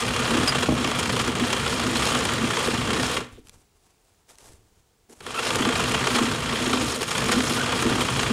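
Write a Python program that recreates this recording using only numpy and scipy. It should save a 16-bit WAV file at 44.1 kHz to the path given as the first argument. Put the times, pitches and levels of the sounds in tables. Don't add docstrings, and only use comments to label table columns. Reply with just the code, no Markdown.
import sys
import numpy as np
from scipy import signal
from scipy.io import wavfile
from scipy.ndimage import uniform_filter1d, minimum_filter1d, map_coordinates

SR = 44100
rng = np.random.default_rng(int(sys.argv[2]) if len(sys.argv) > 2 else 0)


def unload_audio(sound):
    columns = np.transpose(np.atleast_2d(sound))
    steps = np.round(np.clip(columns, -1, 1) * 32767)
    wavfile.write(sys.argv[1], SR, steps.astype(np.int16))


N = 366912
T = np.arange(N) / SR
EDGE_HZ = 15780

# (frequency [Hz], energy [dB], t60 [s])
FRAME_MODES = [(230.4, 0.5, 0.063), (251.3, 1.5, 0.13), (296.8, -10, 0.44), (333.7, -6, 0.1),
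               (386, -5, 0.041), (455, -4, 0.075), (495.5, -5.5, 0.034), (693, -10, 0.012)]
# (frequency [Hz], energy [dB], t60 [s])
STAND_MODES = [(48, -23, 0.033), (65.6, -6.5, .12), (107, -1.5, 0.057), (126.7, 0.5, 0.092),
               (190, -8, 0.083)]


def slicing(load_s=0.006, hush_db=-5):
    # (frequency [Hz], density [dB/Hz])
    crunch_spectrum = [(150, -17), (450, -7), (750, 1), (1200, 4.5), (1900, 1.5), (3200, -5), (3800, -2),
                       (5200, -10), (7500, -9.5), (10000, -16), (12000, -28.5), (15700, -39.5)]
    # (frequency [Hz], energy [dB], t60 [s])
    deck_modes = [(858, -4, 0.0096), (1074, -6, 0.047), (1169, -2.5, 0.061), (1392, -5.5, 0.021),
                  (1790, -13.5, 0.022), (2445, -4, 0.012), (2756, -4.5, 0.036), (3116, -1, 0.0096),
                  (3417, -5.5, 0.034)]
    press, juice, rumble = pressure()
    cuts = blade_cuts(press)
    bite = fracture(cuts, tilt=-0.2)
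    coming = np.interp(T + load_s, T, bite)
    uneven = clumps(per_s=190, depth_db=0.9) * amp(hush_db * coming / (coming + press + 1e-9))
    bed = amp(1.05) * press * uneven
    force = np.hypot(amp(-3) * bed, amp(1.5) * bite)
    crunch = amp(-2.5) * through(force * clicks(per_s=6500, spread_db=1), colour(crunch_spectrum))
    pings = amp(-4.5) * fibres(force)
    push = np.hypot(amp(-4.5) * bed, fracture(cuts, tilt=-0.032))
    deck = amp(-2.5) * through(push * clicks(per_s=3000, spread_db=5.5), ring(deck_modes))
    spit = np.hypot(amp(-0.36) * juice * uneven, amp(-19) * fracture(cuts, tilt=2))
    return crunch + pings + deck + spray(spit) + frame_judder(rumble, bed, bite) + stand_sway(rumble)


def pressure(edge_s=0.015):
    # (time [s], crunch [dB], juice re crunch [dB], rumble re crunch [dB])
    spells = [
        [(0.0, -25.5, -7, -11.5), (0.06, -29, -7, -8.5), (0.4, -25, -12, -8.5), (0.47, -27, -8, -9.5),
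         (0.74, -30, -11.5, -5), (0.83, -27.5, -10.5, -11), (1.1, -28.5, -4.5, -4.5), (1.38, -27.5, -12.5, -9),
         (1.5, -26.5, -8, -9), (1.9, -28.5, -7, -7.5), (2.07, -24.5, -7.5, -10), (2.38, -28, -12, -6.5),
         (2.6, -25.5, -9, -14), (2.84, -29.5, -7.5, -4.5), (2.91, -27, -11, -7), (3.05, -27, -3.5, -10),
         (3.18, -29, -9.5, -12), (3.33, -58.5, -21, -8)],
        [(5.2, -58, -18, 5), (5.26, -38.5, -10, -11), (5.36, -33.5, -10, -14), (5.45, -25, -8, -20),
         (5.52, -26.5, -10, -8.5), (5.91, -27.5, -8, -7.5), (6.17, -26, -8.5, -14.5),
         (6.39, -29.5, -10.5, -5.5), (6.7, -28, -4, -11.5), (6.8, -28.5, -4.5, -9), (7.06, -30.5, -4, -14),
         (7.18, -27, -6.5, -7.5), (7.35, -28.5, -7.5, -9), (7.45, -27.5, -6, -7), (7.84, -26.5, -9, -11),
         (7.9, -26, -13, -10), (8.04, -28, -7, -7), (8.31, -27, -10, -8)],
    ]
    # (centre [s], length [s], level change [dB])
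    lifts = [(0.718, .065, -1.5), (1.335, .04, -5.5), (2.83, 0.052, -1), (5.43, .045, -3.5),
             (6.985, 0.022, -6.5), (7.06, 0.029, -4.5)]
    press, juice, rumble = sum(np.array([level(s, db), level(s, db + juice_db), level(s, db + rumble_db)])
                               for s, db, juice_db, rumble_db in map(np.transpose, spells))
    dip_db = sum(db * np.clip((length / 2 - abs(T - s)) / edge_s + 0.5, 0, 1) for s, length, db in lifts)
    contact = amp(dip_db)
    return press * contact, juice * contact * clumps(per_s=9, depth_db=1.66), rumble


def blade_cuts(press, cut_s=0.0066, length_ratio=1.45, jitter_s=0.00091, spread_db=3.5):
    # (centre [s], level [dB], length [s], brightness [dB])
    accents = [(0.024, -25.5, 0.0053, -2), (0.164, -23.5, 0.0046, 3), (0.479, -22, 0.011, 7),
               (0.629, -21, 0.011, 3), (0.778, -27, 0.0043, -2), (0.845, -21, 0.0037, -4),
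               (0.991, -23, 0.012, 7), (1.057, -24, 0.0043, 1), (1.197, -21.5, 0.012, 3.5),
               (1.277, -24.5, 0.0063, 0), (1.354, -25.5, .005, 4.5), (1.53, -20.5, 0.0068, 6.5),
               (1.798, -23.5, 0.006, 4), (1.956, -24.5, 0.0094, -6), (2.067, -22, 0.0055, 3),
               (2.253, -23, .006, 6), (2.674, -26, 0.0043, -4), (5.208, -40, 0.0035, 5.5),
               (5.266, -28.5, 0.0026, -5), (5.392, -26, 0.012, 3), (5.506, -21, 0.0053, -1),
               (5.651, -23.5, 0.0068, -7), (5.758, -23.5, 0.0087, -2), (5.799, -23, 0.011, 6),
               (5.876, -29, 0.009, 0), (6.072, -19, 0.0055, 5), (6.153, -21.5, 0.018, 5),
               (6.187, -20, 0.0077, 2), (6.732, -20, .004, -2), (7.011, -28, 0.0055, 7.5),
               (7.03, -24, 0.0037, 8.5), (7.082, -29, 0.0042, -3), (7.112, -26, 0.011, 6.5),
               (7.181, -21.5, 0.0044, 7.5), (7.321, -20, 0.015, 6), (7.406, -21, 0.0057, 1),
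               (7.827, -20.5, 0.0056, -6), (8.01, -21.5, .01, 5.5), (8.086, -26.5, 0.0071, -5),
               (8.194, -23, 0.0083, 2)]
    # (time [s], blades passed [count])
    crank = [
        [(0.024, 0), (0.278, 9), (0.584, 19), (0.66, 22), (0.876, 29), (1.028, 33), (1.2, 38), (1.438, 44),
         (1.728, 53), (1.868, 57), (2.15, 66), (2.228, 68), (2.536, 78), (2.846, 87), (2.934, 90), (3.096, 95),
         (3.244, 99)],
        [(5.266, 0), (5.59, 8), (5.76, 13), (5.88, 16), (6.074, 22), (6.346, 31), (6.462, 34), (6.622, 39),
         (6.81, 44), (6.9, 46), (7.084, 49), (7.324, 56), (7.406, 59), (7.756, 70), (7.866, 73), (8.012, 78),
         (8.198, 83), (8.298, 86)],
    ]
    pass_s = np.concatenate([np.interp(np.arange(blades[-1] + 1), blades, s)
                             for s, blades in map(np.transpose, crank)])
    late, loud, long, bright = np.clip(rng.standard_normal((len(pass_s), 4)), -1.5, 1.5).T
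    db = 20 * np.log10(np.interp(pass_s, T, press) + 1e-9) + 0.15 + spread_db * loud
    cuts = np.column_stack([pass_s + jitter_s * late, db, cut_s * length_ratio ** long, -0.1 * bright])
    plain = abs(pass_s[:, None] - np.array(accents)[:, 0]).min(axis=1) > 0.012
    return np.vstack([cuts[plain], accents])


def fracture(cuts, tilt, rise=0.6, fall=1.25):
    power = np.zeros(N)
    t = np.arange(-SR // 25, SR // 25) / SR
    for s, db, length_s, bright_db in cuts:
        swell = 0.5 ** ((2 * t / (length_s * np.where(t < 0, rise, fall))) ** 2)
        start = round((s + t[0]) * SR)
        add(power, start / SR, amp(db + tilt * bright_db) ** 2 * swell[max(-start, 0):])
    return np.sqrt(power)


def fibres(force, low_hz=950, high_hz=9500, decay_cycles=3.4, top_db=-8, count=28):
    breaks = force * clicks(per_s=760, spread_db=2)
    which = rng.integers(0, count, N)
    out, t = np.zeros(N), T[:SR // 50]
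    for k, (hz, db) in enumerate(zip(np.geomspace(low_hz, high_hz, count), np.linspace(0, top_db, count))):
        ping = unit(np.sin(2 * np.pi * hz * t) * np.exp(-hz * t / decay_cycles))
        out += amp(db) * through(breaks * (which == k), ping)
    return out


def spray(strength):
    # (frequency [Hz], density [dB/Hz])
    fizz_spectrum = [(1500, -13), (4000, 1), (6000, -1.5), (8500, -3.5), (10500, -7), (12000, -14),
                     (15700, -28)]
    edges_hz = [1500, 5200, 6800, 8700, EDGE_HZ]
    droplets = through(strength * clicks(per_s=4000, spread_db=4), colour(fizz_spectrum))
    return sum(clumps(per_s=170, depth_db=2.4) * band(droplets, low_hz, high_hz, order=4)
               for low_hz, high_hz in zip(edges_hz, edges_hz[1:]))


def frame_judder(rumble, bed, bite):
    # (peak time [s], level [dB], length [s])
    turns = [(0.373, -23.5, 0.085), (0.82, -23.5, 0.063), (1.387, -26, 0.048), (1.882, -25, 0.13),
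             (2.404, -32, 0.069), (2.918, -23, 0.076), (5.637, -24.5, 0.071), (6.201, -25, 0.14),
             (6.69, -26.5, 0.27), (7.358, -24, 0.13), (7.876, -22.5, 0.14), (8.31, -24, 0.049)]
    power = (amp(2) * rumble) ** 2
    for s, db, length_s in turns:
        swell = np.exp2(-np.minimum((2 * (T - s) / length_s) ** 2, 20))
        power += amp(db) ** 2 * swell * (abs(T - s) < 2 * length_s)
    shake = band(np.sqrt(power) * clicks(per_s=1100, spread_db=1.5), low_hz=190.4, high_hz=366)
    force = np.hypot(amp(-2.5) * bed, amp(0.5) * bite)
    jolts = band(force * clicks(per_s=3000, spread_db=3), low_hz=396, high_hz=910)
    return through(shake + jolts, ring(FRAME_MODES))


def stand_sway(rumble):
    drive = amp(2.5) * rumble * clumps(per_s=30, depth_db=0.5) * clicks(per_s=900, spread_db=1.5)
    return through(drive, ring(STAND_MODES))


def knocks(decay_s=0.00093, ring_db=-5, blow_db=-4):
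    # (time [s], level [dB], pitch [Hz])
    blows = [(0.338, -13, 248), (0.627, -13.5, 455), (1.275, -15, 315), (1.41, -13, 242),
             (2.427, -13.5, 234), (2.676, -10, 472), (2.726, -14, 241), (3.376, -34, 382),
             (5.092, -39, 360), (5.118, -41, 363), (5.205, -35, 440), (5.553, -15.5, 505),
             (5.594, -10.5, 242), (5.66, -10, 240), (6.143, -10.5, 242), (6.202, -10.5, 240),
             (6.665, -15, 242), (6.731, -11.5, 266), (7.01, -16, 452), (7.289, -12, 250), (7.362, -16, 255),
             (7.498, -17, 237), (7.846, -11, 244), (7.906, -11, 242), (8.296, -15, 259)]
    out, t, frame = np.zeros(N), T[:SR // 3], ring(FRAME_MODES)
    for s, db, hz in blows:
        blow = np.sin(2 * np.pi * hz * t) * np.exp(-t / decay_s)
        boom = band(signal.fftconvolve(blow, frame)[:len(t)], 0.75 * hz, 2 * hz)
        add(out, s, amp(db) * (amp(blow_db) * blow + amp(ring_db) * boom / abs(boom).max()))
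    return out


def head_drops(thud_db=-7):
    # (time [s], level [dB])
    landings = [(.686, -8.5), (0.702, -20.5), (.721, -13.5)]
    # (frequency [Hz], energy [dB], t60 [s])
    head_modes = [(150, -10, .1), (242, 0.5, 0.17), (320, -1.5, 0.055), (468, -8.5, .09), (613, -6.5, .07),
                  (814, -11, .08), (1102, -13, .08)]
    out, head, stand = np.zeros(N), ring(head_modes), ring(STAND_MODES)
    clunk = head / abs(head).max() + amp(thud_db) * stand / abs(stand).max()
    for s, db in landings:
        add(out, s, amp(db) * clunk)
    return out


def snaps(decay_s=0.0016):
    # (time [s], peak [dB])
    breaks = [(2.0542, -14), (2.3364, -15), (3.471, -37), (3.485, -37), (3.495, -27), (4.2917, -42),
              (4.355, -42), (4.385, -33), (4.5336, -40), (5.205, -38), (5.241, -38), (5.557, -12),
              (5.9205, -18), (7.0199, -15), (7.824, -13), (8.0107, -14)]
    out, t = np.zeros(N), T[:SR // 100]
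    for s, db in breaks:
        burst = rng.standard_normal(len(t)) * np.exp(-t / decay_s)
        crack = band(burst, low_hz=900, high_hz=9800, order=3)
        add(out, s, amp(db) * crack / abs(crack).max())
    return out


def squeaks(jitter=0.024):
    # (start [s], length [s], start pitch [Hz], end pitch [Hz], level [dB], octave [dB])
    slips = [(.475, .010, 5200, 4900, -18, -21), (.482, .017, 4890, 4880, -18, -20),
             (.497, .008, 4920, 4950, -23, -18), (1.959, .015, 3950, 4150, -26, -20),
             (1.972, .009, 4400, 4480, -28, -20), (5.342, .03, 1260, 1400, -33, -7),
             (5.372, .028, 1250, 1400, -26, -4), (7.583, .013, 1450, 1410, -25, -14),
             (7.604, .016, 1470, 1470, -22, -12)]
    out, waver = np.zeros(N), 1 + jitter * wander(per_s=670)
    for s, length_s, start_hz, end_hz, db, octave_db in slips:
        size = round(length_s * SR)
        hz = np.linspace(start_hz, end_hz, size) * waver[round(s * SR):][:size]
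        phase = 2 * np.pi * np.cumsum(hz) / SR
        tone = np.sin(phase) + amp(octave_db) * np.sin(2 * phase)
        add(out, s, amp(db) * signal.windows.tukey(size, 0.5) * tone)
    return out


def leaf_scrape():
    # (time [s], level [dB])
    slide = [(3.3, -72), (3.335, -60), (3.365, -56), (3.39, -64), (3.42, -71)]
    # (frequency [Hz], density [dB/Hz])
    leaf_spectrum = [(1000, -22), (2600, -14), (3700, -13), (4700, -25), (10000, -35)]
    return through(level(*np.transpose(slide)) * clicks(per_s=3100, spread_db=8), colour(leaf_spectrum))


def hand(attack_s=0.02, release_s=0.039):
    # (start [s], length [s], rustle [dB], bump [dB])
    moves = [(3.303, .08, -64, -46), (3.435, .14, -64, -53.5), (3.73, 0.55, -74, -81),
             (4.281, 0.013, -56, -64), (4.374, .13, -59.5, -68), (4.41, 0.023, -63, -58),
             (4.486, 0.041, -67, -48), (4.6, 0.13, -80, -59), (4.75, 0.037, -72, -65),
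             (5.079, 0.054, -61.5, -72), (5.164, .08, -60, -56)]
    # (frequency [Hz], density [dB/Hz])
    shred_spectrum = [(100, 1), (400, 8), (900, 7.5), (1800, 0), (4000, -0.5), (8000, 3), (11000, -2),
                      (15700, -21)]
    # (frequency [Hz], density [dB/Hz])
    bump_spectrum = [(20, -8.5), (50, -4), (100, -6.5), (180, -18), (400, -18), (1200, -54)]
    rustle, bump = np.zeros((2, N))
    for s, length_s, rustle_db, bump_db in moves:
        stroke = np.clip((T - s) / attack_s, 0, 1) * np.exp(-np.maximum(T - s - length_s, 0) / release_s)
        rustle += amp(rustle_db) * stroke
        bump += amp(bump_db) * stroke
    rustle *= amp(5) * clumps(per_s=61, depth_db=3.5) * clicks(per_s=5500, spread_db=3)
    bump *= amp(-3) * clicks(per_s=630, spread_db=5.5)
    return through(rustle, colour(shred_spectrum)) + through(bump, colour(bump_spectrum))


def kitchen(x, taps_per_s=2500, predelay_s=0.004):
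    # (frequency [Hz], t60 [s])
    room_t60 = [(100, 0.16), (500, .22), (2000, 0.46), (8000, 0.058), (15000, 0.037)]
    size = SR // 2
    taps = rng.choice([-1., 1.], size) * (rng.random(size) < taps_per_s / SR) * (T[:size] > predelay_s)
    hz, t, spectra = signal.stft(taps, SR, nperseg=256)
    decay = np.exp(-np.log(1000) * t / read(room_t60, hz)[:, None])
    tail = signal.istft(spectra * decay, SR, nperseg=256)[1]
    return through(x, unit(tail))


def room_tone(rms_db=-64.5):
    # (frequency [Hz], density [dB/Hz])
    room_spectrum = [(15, -32), (25, -2), (69, -2), (274, -14), (445, -9), (567, -20.5), (762, -13),
                     (826, -16.5), (1570, -22), (3830, -23.5), (7700, -23.5), (14300, -33.5), (15500, -26)]
    return amp(rms_db) * through(rng.standard_normal(N), colour(room_spectrum))


def amp(db):
    return 10 ** (np.asarray(db) / 20)


def unit(x):
    return x / np.linalg.norm(x)


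def read(points, hz):
    table_hz, value = np.transpose(points)
    return np.interp(np.log(hz + 1), np.log(table_hz), value)


def level(s, db):
    return uniform_filter1d(amp(np.interp(T, s, db)) * (T >= s[0]) * (T <= s[-1] + 0.01), size=200)


def add(mix, s, sound):
    part = mix[max(round(s * SR), 0):][:len(sound)]
    part += sound[:len(part)]


def through(x, response):
    return signal.oaconvolve(x, response)[:N]


def band(x, low_hz, high_hz, order=2):
    return signal.sosfilt(signal.butter(order, [low_hz, high_hz], "band", fs=SR, output="sos"), x)


def colour(spectrum, size=4096):
    log_gain = np.log(amp(read(spectrum, abs(np.fft.fftfreq(size, 1 / SR)))))
    return unit(np.fft.ifft(np.exp(np.conj(signal.hilbert(log_gain)))).real[:size // 2])


def ring(modes):
    t = T[:SR // 3]
    swing = sum((-1) ** k * amp(db) * unit(np.sin(2 * np.pi * hz * t) * np.exp(-np.log(1000) * t / t60))
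                for k, (hz, db, t60) in enumerate(modes))
    return unit(band(swing, 0.63 * modes[0][0], EDGE_HZ))


def clicks(per_s, spread_db):
    size = amp(spread_db * np.minimum(rng.exponential(1, N), 3.2))
    train = size * rng.choice([-1, 1], N) * (rng.random(N) < per_s / SR)
    return train / train.std()


def wander(per_s):
    return map_coordinates(rng.standard_normal(N // 20), [T * per_s], order=1) * np.sqrt(3 / 2)


def clumps(per_s, depth_db):
    gain = amp(depth_db * wander(per_s))
    return gain / np.sqrt(np.mean(gain ** 2))


def scene():
    near = slicing() + knocks() + head_drops() + snaps() + squeaks() + leaf_scrape() + hand()
    return (near + room_tone() + amp(-20.5) * kitchen(near))[None]


def record(dry, ceiling_db=-10, recover_db_per_s=130):
    over_db = np.maximum(20 * np.log10(abs(dry[0]) + 1e-9) - ceiling_db, 0)
    fall_db = T * recover_db_per_s
    held_db = np.maximum.accumulate(over_db + fall_db) - fall_db
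    gain = uniform_filter1d(minimum_filter1d(amp(-held_db), size=45), size=45)
    lowpass = signal.firwin(511, EDGE_HZ, window=("kaiser", 9), fs=SR)
    return signal.oaconvolve(dry * gain, lowpass[None], "same")


dry = scene()
out = record(dry)
unload_audio(out)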